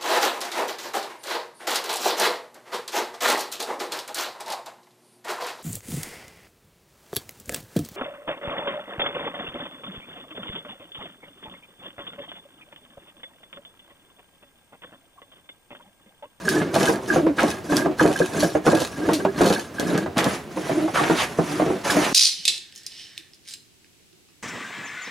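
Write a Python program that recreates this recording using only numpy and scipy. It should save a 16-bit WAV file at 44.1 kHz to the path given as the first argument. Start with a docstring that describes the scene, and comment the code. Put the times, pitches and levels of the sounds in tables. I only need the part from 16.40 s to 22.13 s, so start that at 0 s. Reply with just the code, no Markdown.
"""A small workshop: a steel hand plane is dragged back eight times along a rough wooden post,
each return followed by a quick forward stroke. Raw face turns flat midway.
Sole: filtered slip grains judder, filtered noise hisses; bumps and drags ring or hum the post's modes.
Blade: two damped modes chirp and ping; falling noise bands rasp; noise bursts snap splinters.
Forward strokes tear off shavings as dense cracks, the last ones long and rustling."""
import sys
import numpy as np
from scipy import signal
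from scipy.fft import rfft, irfft, next_fast_len
from scipy.io import wavfile
from scipy.ndimage import uniform_filter1d, map_coordinates

SR = 44100
rng = np.random.default_rng(int(sys.argv[2]) if len(sys.argv) > 2 else 0)


def unload_audio(sound):
    """Save the sound as a 16-bit wav file, at the path given as the first command line argument."""
    columns = np.transpose(np.atleast_2d(sound))
    # keep every value between -1 and 1, then stretch to whole-number steps
    steps = np.round(np.clip(columns, -1, 1) * 32767)
    wavfile.write(sys.argv[1], SR, steps.astype(np.int16))


N = 252693
T_S = np.arange(N) / SR
RING_S = np.arange(SR // 5) / SR  # time after a blow


def amp(db):
    """dB to linear gain."""
    return 10 ** (np.asarray(db) / 20)


def unit(x):
    """Scale to rms 1."""
    return x / np.sqrt(np.mean(x ** 2) + 1e-20)


def peaked(x):
    """Scale to peak 1."""
    return x / np.abs(x).max()


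def noise(size=N):
    """White Gaussian noise."""
    return rng.standard_normal(size)


def fade(t60_s):
    """Exponential decay after a blow, -60 dB at t60_s."""
    return np.exp(-np.log(1000) * RING_S / t60_s)


def along(points, hz):
    """Interpolate (f/Hz, value) points on a log axis."""
    f, v = np.transpose(points)
    return np.interp(np.log(hz + 1), np.log(f), v)


def wobble(rate_hz):
    """Smooth random curve, rate_hz knots per second."""
    knots = noise(int(N * rate_hz / SR) + 4)
    return map_coordinates(knots, [np.arange(N) * rate_hz / SR])


def colour(x, points):
    """Minimum-phase filter of the given (f/Hz, level/dB) shape, via the folded cepstrum."""
    m = 2 * next_fast_len(len(x) // 2 + 4096)
    gain = amp(along(points, np.fft.rfftfreq(m, 1 / SR)))
    cepstrum = irfft(np.log(gain))
    cepstrum[1:m // 2] *= 2
    cepstrum[m // 2 + 1:] = 0
    return irfft(rfft(x, m) * np.exp(rfft(cepstrum)))[:len(x)]


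def ring(modes):
    """Impulse response of damped modes, alternating in sign."""
    response = np.zeros(len(RING_S))
    for k, (hz, db, t60_s) in enumerate(modes):
        response += (-1) ** k * amp(db) * fade(t60_s) * np.sin(2 * np.pi * hz * RING_S)
    return response


def varied(modes):
    """Per-blow mode mix: common detuning (sd 2.5 %), independent levels (sd 2.5 dB)."""
    tuning = 1 + rng.standard_normal() * np.array([.025, 0, 0])
    levels = noise((len(modes), 1)) * [0, 2.5, 0]
    return np.asarray(modes) * tuning + levels


def through(x, response):
    """Convolve, keep the input length."""
    return signal.fftconvolve(x, response)[:len(x)]


def grains(rate_hz, spread_db):
    """Tiny slips at random moments, of random size and sign, rms 1."""
    sizes = amp(spread_db * np.clip(noise(), -2, 2)) * rng.choice([-1, 1], N)
    return unit(sizes * (rng.random(N) < rate_hz / SR))


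def wavering(x, depth_s, rate_hz):
    """Randomly drifting delay: detunes a ring."""
    return map_coordinates(x, [np.arange(N) + depth_s * SR * wobble(rate_hz)])


def swept(hz, width_hz):
    """Rms-1 noise band centred on the curve hz: slow noise pair on a quadrature carrier."""
    pole = np.exp(-np.pi * width_hz / SR)
    slow = signal.lfilter([1], np.poly([pole, pole]), noise((2, len(hz))))
    phase = 2 * np.pi * np.cumsum(hz) / SR
    return unit(slow[0] * np.cos(phase) + slow[1] * np.sin(phase))


def add(track, s, sound):
    """Mix a sound into a track at time s."""
    start = max(round(s * SR), 0)
    track[start:start + len(sound)] += sound[:N - start]


def room_tone(floor_db):
    """Faint steady rush of the room: coloured noise."""
    shape = [(25, -47), (80, -9.5), (300, -8.0), (15000, -45.5)]
    return amp(floor_db) * unit(colour(noise(), shape))


def echo(x, t60_s, gap_s):
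    """Cluttered-wall reflections: decaying noise tails, redrawn every 0.1 s as the plane travels."""
    hop = SR // 10
    window = signal.get_window("hann", 2 * hop)
    padded = np.pad(x, (hop, 2 * hop))
    track = np.zeros(len(padded) + len(RING_S))
    for start in range(0, N + hop, hop):
        tail = noise(len(RING_S)) * fade(t60_s) * (RING_S > gap_s)
        answer = signal.fftconvolve(window * padded[start:start + 2 * hop], tail / np.linalg.norm(tail))
        track[start:start + len(answer)] += answer
    return track[hop:hop + N]


# stereo side spectrum: f/Hz, level/dB
SIDE_SPECTRUM = [(60, -6.5), (280, -17.5), (600, -7), (2000, -5.5), (4000, -10.5), (9000, -6.5)]
# channel tilt: f/Hz, left over right/dB
LEFT_OVER_RIGHT = [(250, 0.2), (1100, -2.5), (4000, -0.6)]


def workshop(x, wet_db):
    """Close walls: echo thickens the mid, a shorter echo spreads the sides, a tilt leans the channels."""
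    mid = x + amp(wet_db) * colour(echo(x, t60_s=0.11, gap_s=0.0047), [(350, -3), (1200, -4.5)])
    side = colour(echo(x, t60_s=0.028, gap_s=0.0049), SIDE_SPECTRUM)
    channels = []
    for sign in (1, -1):
        tilt = [(hz, sign * db / 2) for hz, db in LEFT_OVER_RIGHT]
        channels.append(colour(mid + sign * side, tilt))
    return np.array(channels)


# snap spectrum: f/Hz, level/dB
SNAP_SPECTRUM = [(800, 5.5), (4400, 18.5), (12800, 6.5), (16000, -10)]
# splinters: t/s, relative level/dB, crumble re crack/dB
SNAPS = [(0.09, -8, -10), (0.399, -19.5, 6), (0.4945, -17, -18), (1.032, -16, -18), (1.086, -29, 4),
         (1.3682, -3.5, -20), (2.0054, -13, -24), (2.033, -14, -11), (2.402, -16.5, 0), (2.733, -14.5, 9),
         (3.059, -15.5, 2), (3.3975, -13.5, -14), (3.5777, -16, -15.5), (3.78, -12, -6), (3.8427, -10, -20),
         (5.504, -13, 11)]


def snaps(snap_db, crumble_t60_s):
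    """A splinter cracks off as a noise burst; a slower tail crumbles under the sole, strong on some."""
    track = np.zeros(N)
    for s, db, crumble_db in SNAPS:
        decay = fade(.008) + amp(crumble_db) * fade(crumble_t60_s)
        burst = noise(len(RING_S)) * decay
        add(track, s, amp(db + snap_db) * peaked(colour(burst, SNAP_SPECTRUM)))
    return track


# blade and cap-iron modes: f/Hz, level/dB, t60/s
BLADE_MODES = [(1633, 9, 0.051), (1190, -3.5, 0.067)]
# blade catches: t/s, relative level/dB
CHIRPS = [(0.0826, -24), (0.4778, -26), (0.703, -22.5), (1.331, -39), (1.383, -41), (1.419, -38),
          (1.596, -23.5), (1.76, -32), (1.8176, -29.5), (2.044, -34.5), (3.1616, -31), (3.385, -35.5),
          (3.41, -34), (3.49, -39), (3.582, -30.5), (5.5, -22.5)]


def chirps(chirp_db, swell_s, tail_db):
    """The edge sticks and slips near the first listed blade mode for a few cycles, then lets go."""
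    track = np.zeros(N)
    for s, db in CHIRPS:
        hz = BLADE_MODES[0][0] * (1 + 0.02 * rng.standard_normal())
        stick_slip = np.exp(-(RING_S / swell_s - 1.3) ** 2) * np.sin(2 * np.pi * hz * RING_S)
        tail = amp(tail_db) * ring(varied(BLADE_MODES))
        add(track, s - .001, amp(db + chirp_db) * (stick_slip + tail))
    return track


# post-on-trestle modes: f/Hz, level/dB, t60/s
POST_MODES = [(174.4, -5.5, 0.11), (309.7, 0, 0.15), (371.1, -5.5, 0.22), (454, -10.5, 0.12),
              (668, -13, 0.17)]
# thud spectrum: f/Hz, level/dB
THUD_SPECTRUM = [(25, -54.5), (80, -14.5), (160, -0.5), (330, 0.5), (680, -3), (850, -9), (1500, -15.5),
                 (8000, -62.5)]
# sole hits a bump: t/s, relative level/dB, tock f/Hz, hardness (clack gain)/dB
KNOCKS = [(0.36, -10, 667, -2), (0.491, -9.5, 465, -4), (0.760, -7, 519, -4), (0.866, -10.5, 484, -4),
          (1.033, -8, 550, -6), (1.322, -10.5, 420, -2.5), (1.458, -10, 646, -7), (1.612, -5, 472, -13),
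          (1.655, -6.5, 405, -30), (1.803, -7.5, 507, -19), (2.028, -7, 597, -11), (2.151, -8, 610, -12),
          (2.266, -6, 480, -8), (2.279, -7.5, 493, -18), (2.33, -8, 572, -39), (2.689, -9.5, 463, -2),
          (2.85, -8.5, 610, -1.5), (3.008, -6, 425, -6.5), (3.103, -9.5, 494, -7), (3.661, -18, 646, 2),
          (4.172, -23.5, 526, 1.5), (4.295, -12, 640, -13), (4.479, -23.5, 590, 5.5),
          (4.595, -12.5, 707, 2.5), (4.698, -8, 445, -4), (4.716, -12.5, 850, -24), (4.987, -7, 452, -18),
          (5.197, -11, 593, -3), (5.22, -10, 616, -7), (5.263, -11.5, 444, -7.5), (5.301, -12, 424, -16),
          (5.568, -7, 623, -21)]


def knocks(tock_db, post_db, thud_db, clack_db, tock_t60_s, thud_t60_s, clack_t60_s, grip_s):
    """Per bump: hollow tock, noise thud, hardness-scaled clack, post boom that builds until the grip smothers it."""
    track = np.zeros(N)
    size = len(RING_S)
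    for s, db, hz, hardness_db in KNOCKS:
        tock = peaked(np.sin(2 * np.pi * hz * RING_S) * fade(tock_t60_s) * (1 - fade(0.0025)))
        thud = peaked(colour(noise(size) * fade(thud_t60_s), THUD_SPECTRUM))
        crack = signal.unit_impulse(size) + 0.18 * noise(size) * fade(clack_t60_s)
        clack = peaked(colour(crack, [(350, -13.0), (700, 18.0), (2000, -2.5), (14000, -32.0)]))
        boom = peaked(ring(varied(POST_MODES)) * RING_S * np.exp(-(RING_S / grip_s) ** 2))
        body = amp(tock_db) * tock + amp(thud_db) * thud + amp(post_db) * boom
        add(track, s, amp(db) * (body + amp(clack_db + hardness_db) * clack))
    return track


def raw_face(flat_from_s=3.85):
    """1 while the face is raw, 0 once it is planed flat."""
    return np.interp(T_S, [flat_from_s, flat_from_s + 0.035], [1, 0])


def roughness(left=0.73):
    """1 on the raw face, `left` once it is planed flat."""
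    return left + (1 - left) * raw_face()


EDGE_DB = 27  # rise over one attack time, fall per release time


def stroke(start_s, length_s, crest_s, swell_db, fade_db, attack_s, release_s):
    """Gain of one movement: attack, swell to the crest, fade to the end, release."""
    t = T_S - start_s
    hold_db = np.interp(t, [0, min(crest_s, length_s), length_s], [-swell_db, 0, -fade_db])
    edges = np.maximum(-t, 0) / attack_s + np.maximum(t - length_s, 0) / release_s
    return amp(hold_db - EDGE_DB * edges)


PUSH_ATTACK_S, PUSH_RELEASE_S = 0.024, 0.12  # blade bites; arms run out of reach
RETURN_ATTACK_S, RETURN_RELEASE_S = 0.012, 0.029


def push(start_s, length_s, crest_s, swell_db, fade_db):
    """Gain of a forward stroke."""
    return stroke(start_s, length_s, crest_s, swell_db, fade_db, PUSH_ATTACK_S, PUSH_RELEASE_S)


def pull(start_s, length_s, crest_s, swell_db, fade_db):
    """Gain of a return stroke."""
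    return stroke(start_s, length_s, crest_s, swell_db, fade_db, RETURN_ATTACK_S, RETURN_RELEASE_S)


# forward strokes: start t/s, length/s, time to fastest rub/s,
# relative judder, scrape, tearing levels/dB, scrape fade/dB
PUSHES = [(0.341, 0.26, 0.19, -18, -27.5, -25, 20), (0.979, 0.19, 0.13, -19.5, -30.5, -22.5, 10),
          (1.59, 0.28, 0.14, -22.5, -32, -33, 2), (2.255, 0.2, 0.3, -19, -30, -47, 4),
          (2.981, 0.21, 0.11, -16.5, -28.5, -30, 2.5), (3.772, 0.18, 0.075, -17.5, -34, -20.5, 1),
          (4.547, 0.37, 0.027, -24.5, -30.5, -21.5, 13), (5.451, 0.5, 0.063, -22, -28.5, -58, 11)]


def pushing():
    """1 during a forward stroke, ramping to 0 outside."""
    total = np.zeros(N)
    for s, length, *_ in PUSHES:
        corners = [s - PUSH_ATTACK_S, s, s + length, s + length + PUSH_RELEASE_S]
        total += np.interp(T_S, corners, [0, 1, 1, 0])
    return total


# return strokes: start t/s, length/s, time to heaviest judder/s,
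# relative judder, scrape levels/dB, scrape fade/dB
RETURNS = [(0.054, 0.33, 0.12, -20.5, -32, 38), (0.68, 0.22, 0.053, -19.5, -33, 27),
           (1.3, 0.25, 0.082, -22.5, -29, 39), (1.938, 0.24, 0.021, -22, -29.5, 16.5),
           (2.572, 0.41, 0.09, -24, -40.5, 15), (3.398, 0.27, 0.16, -19, -36.5, 16),
           (4.164, 0.36, 0.29, -25, -37.5, 8), (4.978, 0.44, 0.34, -25.5, -35.5, 11.5)]
SHUFFLE_S, SHUFFLE_JUDDER_DB, SHUFFLE_SCRAPE_DB = 0.055, -41, -45.5


def shuffles():
    """Small slide leading into each return, stronger while the face is raw."""
    return roughness() ** 2 * sum(pull(s - SHUFFLE_S, SHUFFLE_S, 0, 0, 0) for s, *_ in RETURNS)


def curl(s, half_s, db):
    """Gaussian swell of one long shaving coming free."""
    return amp(db) * np.exp(-((T_S - s) / half_s) ** 2)


# long shavings leave the mouth: loudest t/s, half-length/s, relative level/dB
CURLS = [(4.81, 0.041, -31), (5.647, 0.029, -35)]


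def curls():
    """Swells of all the long shavings."""
    return sum(curl(*row) for row in CURLS)


def weight():
    """Bearing of the sole: peaks early in a push, and on each return where it rides the ridges."""
    total = amp(SHUFFLE_JUDDER_DB) * shuffles()
    for s, length, _, db, *_ in PUSHES:
        total += amp(db) * push(s, length, crest_s=0.071, swell_db=7.5, fade_db=14.5)
    for s, length, crest, db, *_ in RETURNS:
        total += amp(db) * pull(s, length, crest, swell_db=8.0, fade_db=14.5)
    return total


FASTEST_SHARE = 0.31  # fraction of a return at top speed


def rubbing():
    """Rub gain: swells to the fastest moment of a stroke, fades as the plane slows."""
    total = curls() + amp(SHUFFLE_SCRAPE_DB) * shuffles()
    for s, length, crest, _, db, _, fall_db in PUSHES:
        total += amp(db) * push(s, length, crest, swell_db=1.0, fade_db=fall_db)
    for s, length, *_, db, fall_db in RETURNS:
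        total += amp(db) * pull(s, length, FASTEST_SHARE * length, swell_db=8.0, fade_db=fall_db)
    return total


BITE_FADE_DB = 21


def bite(curl_db=-4):
    """Tearing gain: deepest as the blade enters, again as a long shaving comes free."""
    total = amp(curl_db) * curls()
    for s, length, *_, db, _ in PUSHES:
        total += amp(db) * push(s, length, crest_s=0.0084, swell_db=9.5, fade_db=BITE_FADE_DB)
    return total


def chatter(chatter_db):
    """The edge catches on raw grain; each catch pings the blade, most freely on the way back."""
    catches = grains(rate_hz=65, spread_db=2)
    response = ring(BLADE_MODES) * (1 - fade(0.008))
    pings = wavering(through(catches, response), depth_s=.0003, rate_hz=45)
    contact = np.sqrt(weight() * rubbing()) * raw_face() * (1 - .5 * pushing())
    return amp(chatter_db) * contact * unit(pings)


# stick-slip on returns: start t/s, length/s, relative level/dB
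GROANS = [(0.779, 0.13, -19.5), (1.298, 0.22, -23), (2.682, 0.087, -21.5), (4.31, 0.16, -23)]


def groans(groan_db, overtone_db):
    """Dragged back, the sole sticks and slips: a hum and octave waver about the post's strongest mode."""
    hz = POST_MODES[1][0] * (1 + .06 * wobble(60))
    phase = 2 * np.pi * np.cumsum(hz) / SR
    hum = np.sin(phase) + amp(overtone_db) * np.sin(2 * phase)
    tone = unit(hum * amp(4.5 * np.minimum(wobble(50), 1)))
    return amp(groan_db) * tone * sum(amp(db) * pull(s, length, 0, 0, 0) for s, length, db in GROANS)


# blade digs in: t/s, relative level/dB, drop time/s
DIGS = [(0.982, -15, 0.05), (1.597, -12.5, 0.0192), (2.265, -14.5, 0.038), (4.56, -16, 0.066),
        (5.497, -23.5, 0.033)]
DIG_START_HZ, DIG_AT_DROP_TIME_HZ = 1500, 843  # glide goes on to twice the drop time


def digs(dig_db, width_hz, attack_t60_s):
    """The edge's rasp falls in pitch as the cut deepens and loads the blade: a gliding noise band."""
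    track = np.zeros(N)
    for s, db, drop_s in DIGS:
        hz = DIG_START_HZ * (DIG_AT_DROP_TIME_HZ / DIG_START_HZ) ** np.minimum(RING_S / drop_s, 2)
        envelope = (1 - fade(attack_t60_s)) * np.exp(-(RING_S / drop_s) ** 2)
        add(track, s, amp(db + dig_db) * swept(hz, width_hz) * envelope)
    return track


CURL_CENTRE_HZ, CURL_SAG_S = 2823, 0.091  # band centre when loudest; time to fall by a factor e


def rustles(rustle_db):
    """Each long shaving rustles from the mouth; its noise band darkens as it lengthens."""
    total = np.zeros(N)
    for s, half_s, db in CURLS:
        age = np.clip((T_S - s) / CURL_SAG_S, -1, 1)
        total += curl(s, half_s, db) * swept(CURL_CENTRE_HZ * np.exp(-age), width_hz=2600)
    return amp(rustle_db) * total


# tearing spectrum: f/Hz, level/dB
TEAR_SPECTRUM = [(250, -16.5), (600, 3.5), (1150, 3.5), (1900, 2), (3500, -7), (14000, -38.5)]


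def shavings(tear_db, flutter_db):
    """The shaving breaks in a dense run of small cracks as it curls up the cap iron."""
    cracks = grains(rate_hz=1500, spread_db=-4.0) * amp(flutter_db * wobble(130))
    return bite() * amp(tear_db) * unit(colour(cracks, TEAR_SPECTRUM))


# scrape spectrum: f/Hz, level/dB
SCRAPE_SPECTRUM = [(200, -32), (900, 7), (2400, -2.5), (6500, 0.5), (8000, -5.5), (10200, -2.5),
                   (13000, -14.5), (15500, -24)]
# high modes of the steel body: f/Hz
STEEL_MODES_HZ = [2490, 2574, 3060, 3494, 3860, 4260]


def fibres(fibre_db, rip_db, steel_t60_s):
    """Raw fibres break one by one: each rings the steel in a new mode mix; pushes add short dry rips."""
    breaks = grains(rate_hz=95, spread_db=3.5)
    steel = np.zeros(N)
    for hz in STEEL_MODES_HZ:
        mode = np.sin(2 * np.pi * hz * RING_S) * fade(steel_t60_s)
        steel += through(breaks * noise(), mode)
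    rips = through(breaks, fade(0.016)) * noise()
    ripping = amp(rip_db) * unit(colour(rips, SCRAPE_SPECTRUM)) * pushing()
    ringing = amp(fibre_db) * unit(steel) * (1 + pushing())
    return (ringing + ripping) * rubbing() * raw_face()


def patchy(x, patchy_db):
    """Tufts of fibres differ in colour: random gain patches in time and frequency."""
    z = signal.stft(x, nperseg=256)[2]
    field = uniform_filter1d(noise(z.shape), size=4, axis=0)
    field = uniform_filter1d(field, size=5, axis=1)
    return signal.istft(z * amp(patchy_db * unit(field)), nperseg=256)[1][:N]


def scrape(hiss_db, sweep_db, flutter_db):
    """Fibres flick past the steel: a hiss that flutters most when raw, plus a duller sweep on the flat face."""
    raw = roughness()
    rub = noise() * amp(flutter_db * raw * wobble(110))
    rub = raw * patchy(rub, patchy_db=3.5) + (1 - raw) * rub
    rub = rub * (1 - .5 * pushing() * raw_face())  # cutting raw wood rips more than it rubs
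    hiss = amp(hiss_db) * unit(colour(rub, SCRAPE_SPECTRUM))
    sweep = amp(sweep_db) * (1 - raw) * unit(colour(noise(), TEAR_SPECTRUM))
    return rubbing() * (hiss + sweep)


def judder(thud_db, back_thud_db, rasp_db, post_db, flutter_db, damping):
    """Ridges jolt the sole and a second grain stream booms the post, wavering in pitch, damped in a push."""
    jolts = grains(rate_hz=2500, spread_db=0.5) * amp(flutter_db * wobble(60))
    boom = through(grains(rate_hz=2700, spread_db=2.0), ring(POST_MODES))
    boom = wavering(boom, depth_s=.003, rate_hz=10)
    forward = pushing()
    thud_gain = amp(thud_db * forward + back_thud_db * (1 - forward))
    thud = thud_gain * unit(colour(jolts, THUD_SPECTRUM))
    rasp = amp(rasp_db) * (1 - forward) * unit(colour(jolts, TEAR_SPECTRUM))  # heel rattles when dragged
    return weight() * (thud + rasp + amp(post_db) * unit(boom) * (1 - damping * forward))


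def scene():
    """Sum all sources and the room tone, then place them in the workshop."""
    mix = room_tone(floor_db=-40.0)
    mix += snaps(snap_db=-1.0, crumble_t60_s=0.17)
    mix += chirps(chirp_db=9.5, swell_s=0.0031, tail_db=-12.5)
    mix += knocks(tock_db=-2.5, post_db=-7.0, thud_db=-5.0, clack_db=-2.5,
                  tock_t60_s=0.046, thud_t60_s=0.16, clack_t60_s=0.076, grip_s=0.05)
    mix += chatter(chatter_db=-5.5)
    mix += groans(groan_db=0.0, overtone_db=-12.0)
    mix += digs(dig_db=-7, width_hz=620, attack_t60_s=0.0074)
    mix += rustles(rustle_db=5)
    mix += shavings(tear_db=-2, flutter_db=5.0)
    mix += fibres(fibre_db=-14.5, rip_db=-6.5, steel_t60_s=0.044)
    mix += scrape(hiss_db=-2.5, sweep_db=12.5, flutter_db=1.5)
    mix += judder(thud_db=-2.0, back_thud_db=-4.5, rasp_db=-14, post_db=-2.0, flutter_db=3.5, damping=0.58)
    return workshop(mix, wet_db=-3)


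TOP_HZ = 15850


def record(dry):
    """Round off the highest peaks, then remove everything from TOP_HZ up."""
    rounded = dry / (1 + (dry / .88) ** 6) ** (1 / 6)
    m = next_fast_len(N + SR // 2)
    kept = np.fft.rfftfreq(m, 1 / SR) < TOP_HZ
    return irfft(rfft(rounded, m) * kept, m)[:, :N]


dry = scene()
out = record(dry)
unload_audio(out)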